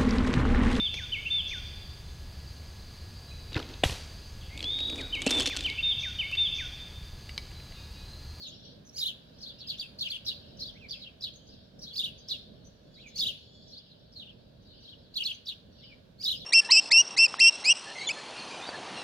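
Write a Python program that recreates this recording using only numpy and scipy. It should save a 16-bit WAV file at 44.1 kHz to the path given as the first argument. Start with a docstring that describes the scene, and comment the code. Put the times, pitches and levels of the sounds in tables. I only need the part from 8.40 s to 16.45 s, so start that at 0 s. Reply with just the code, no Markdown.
"""A far flock chatters over a town's low rumble, with thin calls; soon sparrows chirp loudly in a leafy tree.
Each chirp is a zigzag whistle, most with an upper line, plus weak overtones and a rasp of breath noise.
Twigs, leaves and walls scatter the chirps as showers of small echoes; one bird holds a long thin whistle.
The flock is thousands of short random glides, and the town is coloured noise, all heard at two ports."""
import sys
import numpy as np
from scipy import signal
from scipy.fft import rfft, irfft
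from scipy.io import wavfile
from scipy.ndimage import uniform_filter1d

SR = 44100
rng = np.random.default_rng(int(sys.argv[2]) if len(sys.argv) > 2 else 0)


def linear_from_db(decibels):
    """Turn decibels (scalar or array-like) into linear amplitude factors; 0 gives 1."""
    return 10 ** (np.asarray(decibels, float) / 20)


def to_wav(s):
    """Save 16-bit WAV."""
    ch = np.atleast_2d(s).T  # columns
    pcm = np.round(np.clip(ch, -1, 1) * 32767)  # PCM
    wavfile.write(sys.argv[1], SR, pcm.astype(np.int16))


N = 355005  # length in samples

# the held whistle, before its wavering: (t/s, f/Hz, level/dB)
HELD = [(4.44, 3380, -70), (4.6, 3430, -70), (4.85, 3435, -68), (5.1, 3430, -68), (5.32, 3450, -69),
        (5.42, 3450, -74)]
# the far flock, before each note's own random lift: (t/s, level/dB)
FLOCK = [(0, -50.5), (.25, -49.5), (.4, -76), (1.2, -53.5), (1.55, -78.5), (2.05, -54.5), (2.78, -66),
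         (3.15, -56.5), (3.36, -70.5), (3.8, -53.5), (4.4, -68.5), (4.72, -54), (5.15, -58), (5.3, -56.5),
         (6.15, -69.5), (6.3, -55), (7.2, -73), (7.42, -48.5), (7.75, -98), (8.05, -49)]
# the town: (t/s, level of the rumble before a small wander/dB, swell of the hiss above 850 Hz/dB)
TOWN = [(0.0, -54.5, 4), (1.86, -55, 6), (1.9, -52, 6), (3.09, -56, 1.5), (3.56, -54, 2.5),
        (4.71, -56.5, 1.5), (4.87, -49.5, -8), (5.0, -56, -0.5), (7.71, -56.5, 2.5), (8.05, -51.5, -2)]
# tone colour of the town, before its overall level is set: (f/Hz, level/dB)
TOWN_COLOUR = [(15, -62), (25, -13), (45, -2), (110, 1), (220, -0.5), (340, -10.5), (600, -7), (800, -23),
               (1250, -31), (1600, -25), (2000, -34.5), (4000, -25.5), (8000, -48.5), (11000, -47),
               (16000, -48)]
# how alike the town is at both ports: (f/Hz, correlation from 0 to 1)
TOWN_LIKENESS = [(30, 0.75), (60, 0.81), (130, 0.92), (290, 0.58), (640, 0.0068)]
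# sideways balance of the town: (f/Hz, left minus right/dB)
TOWN_BALANCE = [(60, -0.5), (380, -3), (1290, -7), (2380, -3), (8000, 2.5)]
# colour of the birds' rasp and overtones: (f/Hz, level/dB)
BIRD_TREBLE = [(2000, -27), (3500, -15.5), (5500, -12), (7200, -12), (8400, -28), (11200, -13.5),
               (13000, -22), (15500, -16.5)]
# second to fourth partial, before distance and the colour of the treble: level/dB
OVERTONES_DB = [-15, -8, -17]

# contours of the main line (MAIN) and of an upper line (SECOND): in the chirrup, the octave of its
# rising onset; elsewhere perhaps a second voice. Before each call's own pitch and level:
# (t from the call's start/s, f/Hz, level/dB)
CHIRRUP_MAIN = [(-.024, 2050, -46), (-.002, 2450, -40), (.005, 2950, -24), (.011, 4250, -9),
                (.021, 4700, -4), (.026, 5100, -3), (.032, 3400, -10), (.040, 3680, -2), (.046, 3680, -2),
                (.051, 3100, -10), (.056, 3800, 0), (.062, 3900, -1), (.067, 2800, -16), (.076, 2900, -14),
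                (.084, 3380, -6), (.093, 3650, 0), (.098, 4100, -4), (.107, 2850, -8), (.114, 3300, -6),
                (.122, 2800, -18), (.129, 2950, -11), (.135, 2550, -20)]
CHIRRUP_SECOND = [(-.045, 4025, -35), (-.026, 4220, -17), (-.010, 4600, -4.5), (.002, 5300, -9.5),
                  (.009, 6115, 5)]
DOUBLE_MAIN = [(.003, 3200, -22), (.008, 3950, -10), (.016, 4330, 0), (.020, 4700, -1), (.026, 3650, -5),
               (.035, 3330, -4), (.042, 2800, -14), (.048, 2700, -16), (.056, 3120, -5), (.062, 3500, -5),
               (.068, 3000, -4), (.074, 2700, -10), (.080, 2350, -18)]
DOUBLE_SECOND = [(-.012, 3890, 4), (-.002, 5350, 7.5), (.006, 6200, -34.5)]
CHIP_MAIN = [(.002, 3350, -5), (.010, 4000, -23), (.018, 4805, -1.5), (.024, 4800, -19), (.031, 3747, -9.5),
             (.040, 3290, -14.5), (.047, 2750, -29), (0.06, 2680, -19), (0.076, 2514, -36)]
CHIP_SECOND = [(-.010, 4150, -6), (-.001, 5530, -0.5), (.006, 6600, -1)]
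CHURR_MAIN = [(.004, 3180, -15), (.010, 4200, -1.5), (.018, 4500, -21.5), (.024, 4150, 1.5),
              (0.031, 3650, -2), (.042, 3150, -23), (0.055, 2990, -11), (0.072, 2540, -38)]
CHURR_SECOND = [(-.014, 4370, -29), (.000, 5800, -8), (.008, 4750, -18.5), (.016, 5087, -6),
                (.026, 4413, -1), (.036, 4170, -7.5), (.046, 3808, -11.5), (0.059, 3500, -9),
                (.070, 3130, -10)]
ANSWER_MAIN = [(-.004, 3300, -18), (.006, 4650, -7), (.018, 5300, -6), (.027, 3950, -3), (.040, 4300, -2),
               (.048, 4750, -5), (.056, 3300, -7), (.070, 3950, 0), (.085, 4850, -8), (.093, 3350, -6),
               (.103, 3550, -6), (.114, 2800, -13)]
ANSWER_SECOND = [(-.022, 5470, 3), (-.006, 6050, -15.5), (.002, 4760, -25), (.010, 5700, -0.5),
                 (0.022, 5610, -7)]
ARCH_MAIN = [(.002, 1837, -23.5), (.028, 2300, -5), (.046, 2900, -17), (0.058, 3400, -14),
             (0.07, 2766, -6.5), (.090, 2520, -2), (.112, 2355, 4.5), (.132, 2110, -11.5)]
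LONG_MAIN = [(-.012, 4300, -16), (.012, 4500, 0), (.032, 3800, -2), (.055, 3300, -5), (.075, 2600, -15),
             (.092, 4000, -7), (.108, 2900, -11), (.130, 3550, -7), (.150, 2650, -15)]
LONG_SECOND = [(-.045, 5800, -8), (-.020, 5000, -4), (.030, 4300, 0), (.065, 3800, 0), (.085, 3400, -8)]
PEEP_MAIN = [(0, 6000, 1.5), (0.015, 6150, -7.5), (.030, 6110, 6.5)]

# the calls of each kind: (t of start/s, main line level/dB, pitch as a share of the contour,
# upper line level/dB, phase by which left leads/rad, extra echo for a bird deep in the leaves/dB)
CHIRRUPS = [(.576, -27, 1.037, -36.5, 4.43, -1.5), (3.553, -30, 0.99, -40, 1.43, -1),
            (4.779, -26.5, 1.0, -34.5, 1.18, 0.5), (7.823, -28, 1.039, -39.5, 1.3, 0)]
DOUBLES = [(1.597, -31, 1.0, -47.5, -2.8, 2.6), (1.691, -32.5, 1, -56, -1.9, 0.94),
           (2.606, -48.5, .94, -61.5, 3.1, 8.8), (6.750, -29.5, 0.96, -53, 2.04, 1.2),
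           (6.843, -30, .98, -44.5, 1.2, 0.47)]
CHIPS = [(1.381, -28, 0.99, -56.5, 0.96, 4), (2.493, -34.5, 0.98, -49, -1, 10.5)]
CHURRS = [(1.189, -51, 0.93, -50, 5.2, 10), (1.277, -37.5, 0.91, -34, 2, 4),
          (1.857, -33, .99, -36.5, 3.8, 6.2), (2.815, -36, 0.98, -37, 1.1, 4.8),
          (3.887, -33, 0.96, -35.5, 1.26, 3.3), (5.49, -60, 1, -75, 1.2, 6.6),
          (7.062, -37, 0.93, -37, 0.63, 2.1), (7.995, -45.5, .97, -57, 2.1, 8)]
ANSWERS = [(1.004, -45, 1.0, -57.5, 4, 4.8), (2.190, -42, 1.014, -58, 2, 5.2),
           (3.062, -62, 1.19, -76, -2.5, 4.4), (3.412, -45.5, 0.97, -47, 4, 3.4),
           (4.535, -57, .95, -73, 2.2, 4.8), (5.295, -53, 1.014, -62, 3.4, 8),
           (6.422, -52.5, 0.95, -67, 2.5, 5.6), (7.386, -72, 0.81, -79, 18.5, 2.4)]
ARCHES = [(2.340, -53.5, 0.99, 0, 1.4, 1), (4.560, -56.5, 1, 0, 0.98, 1.6), (7.410, -64, 1.0, 0, 4.7, 5)]
LONGS = [(.002, -49.5, 1.0, -50, 2, 4.9), (5.764, -51, .94, -59.5, -2.5, 8.4),
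         (6.262, -65, 1.05, -74.5, 3, 5.1)]
PEEPS = [(.066, -61.5, 1.06, 0, 3.5, 5.9), (.450, -60, 1, 0, 4.5, 1), (.472, -58, 0.95, 0, 4.5, 1),
         (.526, -57, 0.99, 0, 4, 1), (.562, -48, 1.07, 0, 3.5, 0.87), (2.935, -61, 1.04, 0, -2.5, 1),
         (3.775, -66, 1.02, 0, 4, 6), (4.244, -62.5, 1.01, 0, 1, 8.6), (4.667, -62, 1.05, 0, 1.8, 2.7),
         (4.757, -49, 1, 0, 1.5, 1.1), (6.925, -59, 0.99, 0, 1, 2), (7.952, -48.5, 0.82, 0, 2.5, 0.7)]
SINGERS = [(CHIRRUPS, CHIRRUP_MAIN, CHIRRUP_SECOND, -0.24, 1.8),
           (DOUBLES, DOUBLE_MAIN, DOUBLE_SECOND, .2, 1), (CHIPS, CHIP_MAIN, CHIP_SECOND, .2, -1.5),
           (CHURRS, CHURR_MAIN, CHURR_SECOND, 0.45, -1.8), (ANSWERS, ANSWER_MAIN, ANSWER_SECOND, 3.8, -1.2),
           (LONGS, LONG_MAIN, LONG_SECOND, 2.4, .2), (ARCHES, ARCH_MAIN, None, -6.5, -4),
           (PEEPS, PEEP_MAIN, None, 0.89, .2)]

# shares a left-minus-right difference between the two ports
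PORT_SIDES = np.array([[.5], [-.5]])
EDGE_S, ROUNDING_S = .004, .0015  # fade at the ends of a line; window that rounds the turns in pitch
BREAKS_DB, BREAKS_PER_S = 1.2, 220  # the voice catches: strength and rate of its level wander
UPPER_HOARSE = 1.9  # the upper line is this many times hoarser
OVERTONE_GRAIN, OVERTONE_PAN_DB = 0.8, -3.5  # overtones shiver and lean right
OVERTONE_DB_PER_DB = 0.6  # overtones fade faster than the whistle with distance
RASP_DB_PER_KHZ = 5  # high notes push more air
SLAP_S, SLAP_DB = .012, -17  # one firm echo off a trunk or wall
FLOCK_HZ = 3993  # pitch around which the flock's notes are spread


def curve(table, s, column=1):
    """Reads a table column at times s, with straight lines between the rows."""
    rows = np.array(table, float)
    return np.interp(s, rows[:, 0], rows[:, column])


def shape(points, size):
    """Reads (f/Hz, value) points at every bin of a transform, straight on a log-frequency axis."""
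    rows = np.array(points, float)
    bin_hz = np.arange(size // 2 + 1) * SR / size
    return np.interp(np.log(bin_hz + 1), np.log(rows[:, 0]), rows[:, 1])


def walk(rate, size):
    """Random wander around 0 with spread near 1.5, heading for a new value rate times a second."""
    hold = max(int(SR / rate), 1)
    steps = np.repeat(rng.standard_normal(size // hold + 1), hold)
    return 1.84 * uniform_filter1d(steps, hold)[:size]


def add(out, start_s, sound):
    """Mixes a sound in at a time, cutting off what falls outside."""
    i = int(start_s * SR)
    sound = sound[..., max(-i, 0):out.shape[-1] - i]
    out[..., max(i, 0):max(i, 0) + sound.shape[-1]] += sound


def scatter(x, t60_s, db, rise_s):
    """Countless small echoes, different at each port, that build up and then die away exponentially."""
    s = np.arange(int(1.2 * SR)) / SR
    envelope = (1 - np.exp(-s / rise_s)) * linear_from_db(-60 * s / t60_s)
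    echoes = rng.standard_normal((2, len(s))) * envelope
    echoes = echoes * linear_from_db(db) / np.sqrt(np.sum(echoes ** 2, axis=1, keepdims=True))
    return signal.fftconvolve(x[None], echoes, axes=1)[:, :N]


def glide(contour, share, strain):
    """A line's slightly unsteady pitch, its rise and fall in loudness, and its hoarse grain."""
    s = np.arange(contour[0][0], contour[-1][0], 1 / SR)
    hz = share * uniform_filter1d(curve(contour, s), max(int(ROUNDING_S * SR), 1))
    fade = np.minimum(1, np.minimum(s - s[0], s[-1] - s) / EDGE_S)
    breaks = linear_from_db(BREAKS_DB * walk(BREAKS_PER_S, len(s)))
    swell = linear_from_db(curve(contour, s, column=2)) * fade * breaks
    # the membranes beat unevenly, which spreads a haze around the line; strained high notes are hoarsest
    hoarse = strain * np.interp(hz, [2600, 4800, 5600], [.06, .11, .3])
    unsteady_hz = hz * (1 + hoarse / 18 * walk(300, len(s)))
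    grain = 1 + hoarse * walk(900, len(s))
    return unsteady_hz, swell, grain


def whistle(hz, size, lead, overtones_db):
    """A near sine at both ports; left leads right by a phase that grows with the partial."""
    phase = 2 * np.pi * (np.cumsum(hz) / SR + rng.random()) + PORT_SIDES * lead
    tone = np.sin(phase)
    for k, db in enumerate(overtones_db, start=2):
        # silent where the partial would pass the top of the sampled range
        in_range = k * hz < .45 * SR
        shiver = (1 + OVERTONE_GRAIN * walk(1500, len(hz))) * in_range
        level_db = db + curve(BIRD_TREBLE, k * hz) + PORT_SIDES * OVERTONE_PAN_DB
        tone = tone + linear_from_db(level_db) * shiver * np.sin(k * phase)
    return np.sqrt(2) * size * tone


def sparrows():
    """Whistled calls: direct sound at the ports, the share sent to the surroundings, and throat air."""
    direct, sent, effort = np.zeros((2, N)), np.zeros(N), np.zeros(N)
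    for calls, main, upper, pan_db, rasp_db in SINGERS:
        for start, main_db, share, upper_db, lead, echo_db in calls:
            lines = [(main, main_db, 1)]
            if upper:
                lines.append((upper, upper_db, UPPER_HOARSE))
            for contour, db, strain in lines:
                hz, swell, grain = glide(contour, share, strain)
                overtones_db = np.add(OVERTONES_DB, OVERTONE_DB_PER_DB * (db + 24.5))
                tone = whistle(hz, swell * grain, lead, overtones_db)
                khz_above = (hz - 3900) / 1000
                # high pitches lean right, low ones left
                lean_db = pan_db - 1.5 * khz_above
                when = start + contour[0][0]
                add(direct, when, tone * linear_from_db(db + PORT_SIDES * lean_db))
                add(sent, when, tone[0] * linear_from_db(db + echo_db))
                add(effort, when, swell * linear_from_db(db + rasp_db + RASP_DB_PER_KHZ * khz_above))
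    return direct, sent, effort


def rasp(effort):
    """Air hissing through the throat with the whistle, growing faster than it; leaves scatter it too."""
    puff = np.abs(uniform_filter1d(effort, size=800)) ** 1.033
    hiss = irfft(rfft(rng.standard_normal(N)) * linear_from_db(shape(BIRD_TREBLE, N)), N)
    air = linear_from_db(-2.5) * puff * hiss
    # it reaches the right port a little louder and a sample earlier
    at_ports = np.array([np.roll(air, shift=1), air])
    return (at_ports + scatter(air, t60_s=0.15, db=-1.96, rise_s=0.0056)) * linear_from_db([[-3.5], [0]])


def held_whistle():
    """One thin, wavering long note with a clear octave, a little way off among its echoes."""
    s = np.arange(HELD[0][0], HELD[-1][0], 1 / SR)
    fade = np.minimum(1, np.minimum(s - s[0], s[-1] - s) / 0.035)
    size = fade * linear_from_db(curve(HELD, s, column=2) + 2 * walk(30, len(s)))
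    hz = curve(HELD, s) * (1 + 0.006 * walk(44, len(s)))
    out = np.zeros((2, N))
    add(out, s[0], whistle(hz, size, lead=0.41, overtones_db=[-6]))
    return out + scatter(out[0], t60_s=.3, db=-6, rise_s=.004)


def flock(count):
    """Very many random arched glides of far birds, around a common pitch."""
    when, pitch, bend, fall, loud = rng.random((count, 5)).T[..., None]
    u = np.linspace(0, 1, 900)  # place within a note, which lasts 900 samples
    hz = FLOCK_HZ * 2 ** (.45 * (pitch + bend - 1))
    hz = hz * (1 + .5 * bend * u * (1 - u) - 0.274 * fall * u)
    level = linear_from_db(8.05 * loud + curve(FLOCK, when * N / SR))
    notes = np.sin(np.pi * u) * level * np.sin(2 * np.pi * np.cumsum(hz, axis=1) / SR)
    # sum all notes at their places in time
    places = (when * N).astype(int) + np.arange(len(u))
    out = np.bincount(places.ravel(), notes.ravel(), minlength=N)[:N]
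    return out / np.sqrt(count * len(u) / N)


def town():
    """Far traffic and air as coloured noise: bass much alike at both ports, treble unrelated."""
    s = np.arange(N) / SR
    like = np.clip(shape(TOWN_LIKENESS, N), 0, 1)
    mid, side = rfft(rng.standard_normal((2, N)))
    ports = np.sqrt(1 + like) * mid + np.sqrt(1 - like) * side * np.array([[1], [-1]])
    colour_db = shape(TOWN_COLOUR, N) + PORT_SIDES * shape(TOWN_BALANCE, N)
    ports = irfft(ports * linear_from_db(colour_db), N)
    ports = ports / np.sqrt(np.mean(ports ** 2))
    # split at 850 Hz so that rumble and hiss swell separately
    rumble = signal.sosfiltfilt(signal.butter(4, 850, fs=SR, output="sos"), ports)
    hiss = ports - rumble
    rumble_db = curve(TOWN, s) + walk(12, N)
    hiss_db = -54.5 + curve(TOWN, s, column=2)
    return rumble * linear_from_db(rumble_db) + hiss * linear_from_db(hiss_db)


def scene():
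    """Birds, their echoes from twigs, leaves and walls, the flock and the town."""
    direct, sent, effort = sparrows()
    # the firm echo has opposite sign at the two ports
    slap = linear_from_db(SLAP_DB) * np.roll(sent, int(SLAP_S * SR)) * np.array([[1], [-1]])
    twigs = scatter(sent, t60_s=.05, db=-15, rise_s=.002)
    # trembling foliage smears each pitch into a band
    leaves = scatter(sent * walk(300, N), t60_s=0.071, db=-7, rise_s=0.0068)
    walls = scatter(sent * walk(900, N), t60_s=0.41, db=-16, rise_s=0.018)
    far = scatter(flock(count=2500), t60_s=0.37, db=-2.5, rise_s=0.0011)
    return direct + slap + twigs + leaves + walls + rasp(effort) + held_whistle() + far + town()


def top_cut(x):
    """Nothing passes above the cut-off."""
    return signal.sosfilt(signal.butter(12, 15880, fs=SR, output="sos"), x)


def record(dry):
    """Turns the finished mix of birds and town into the sound that is written out."""
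    return top_cut(dry)


dry = scene()
out = record(dry)
to_wav(out)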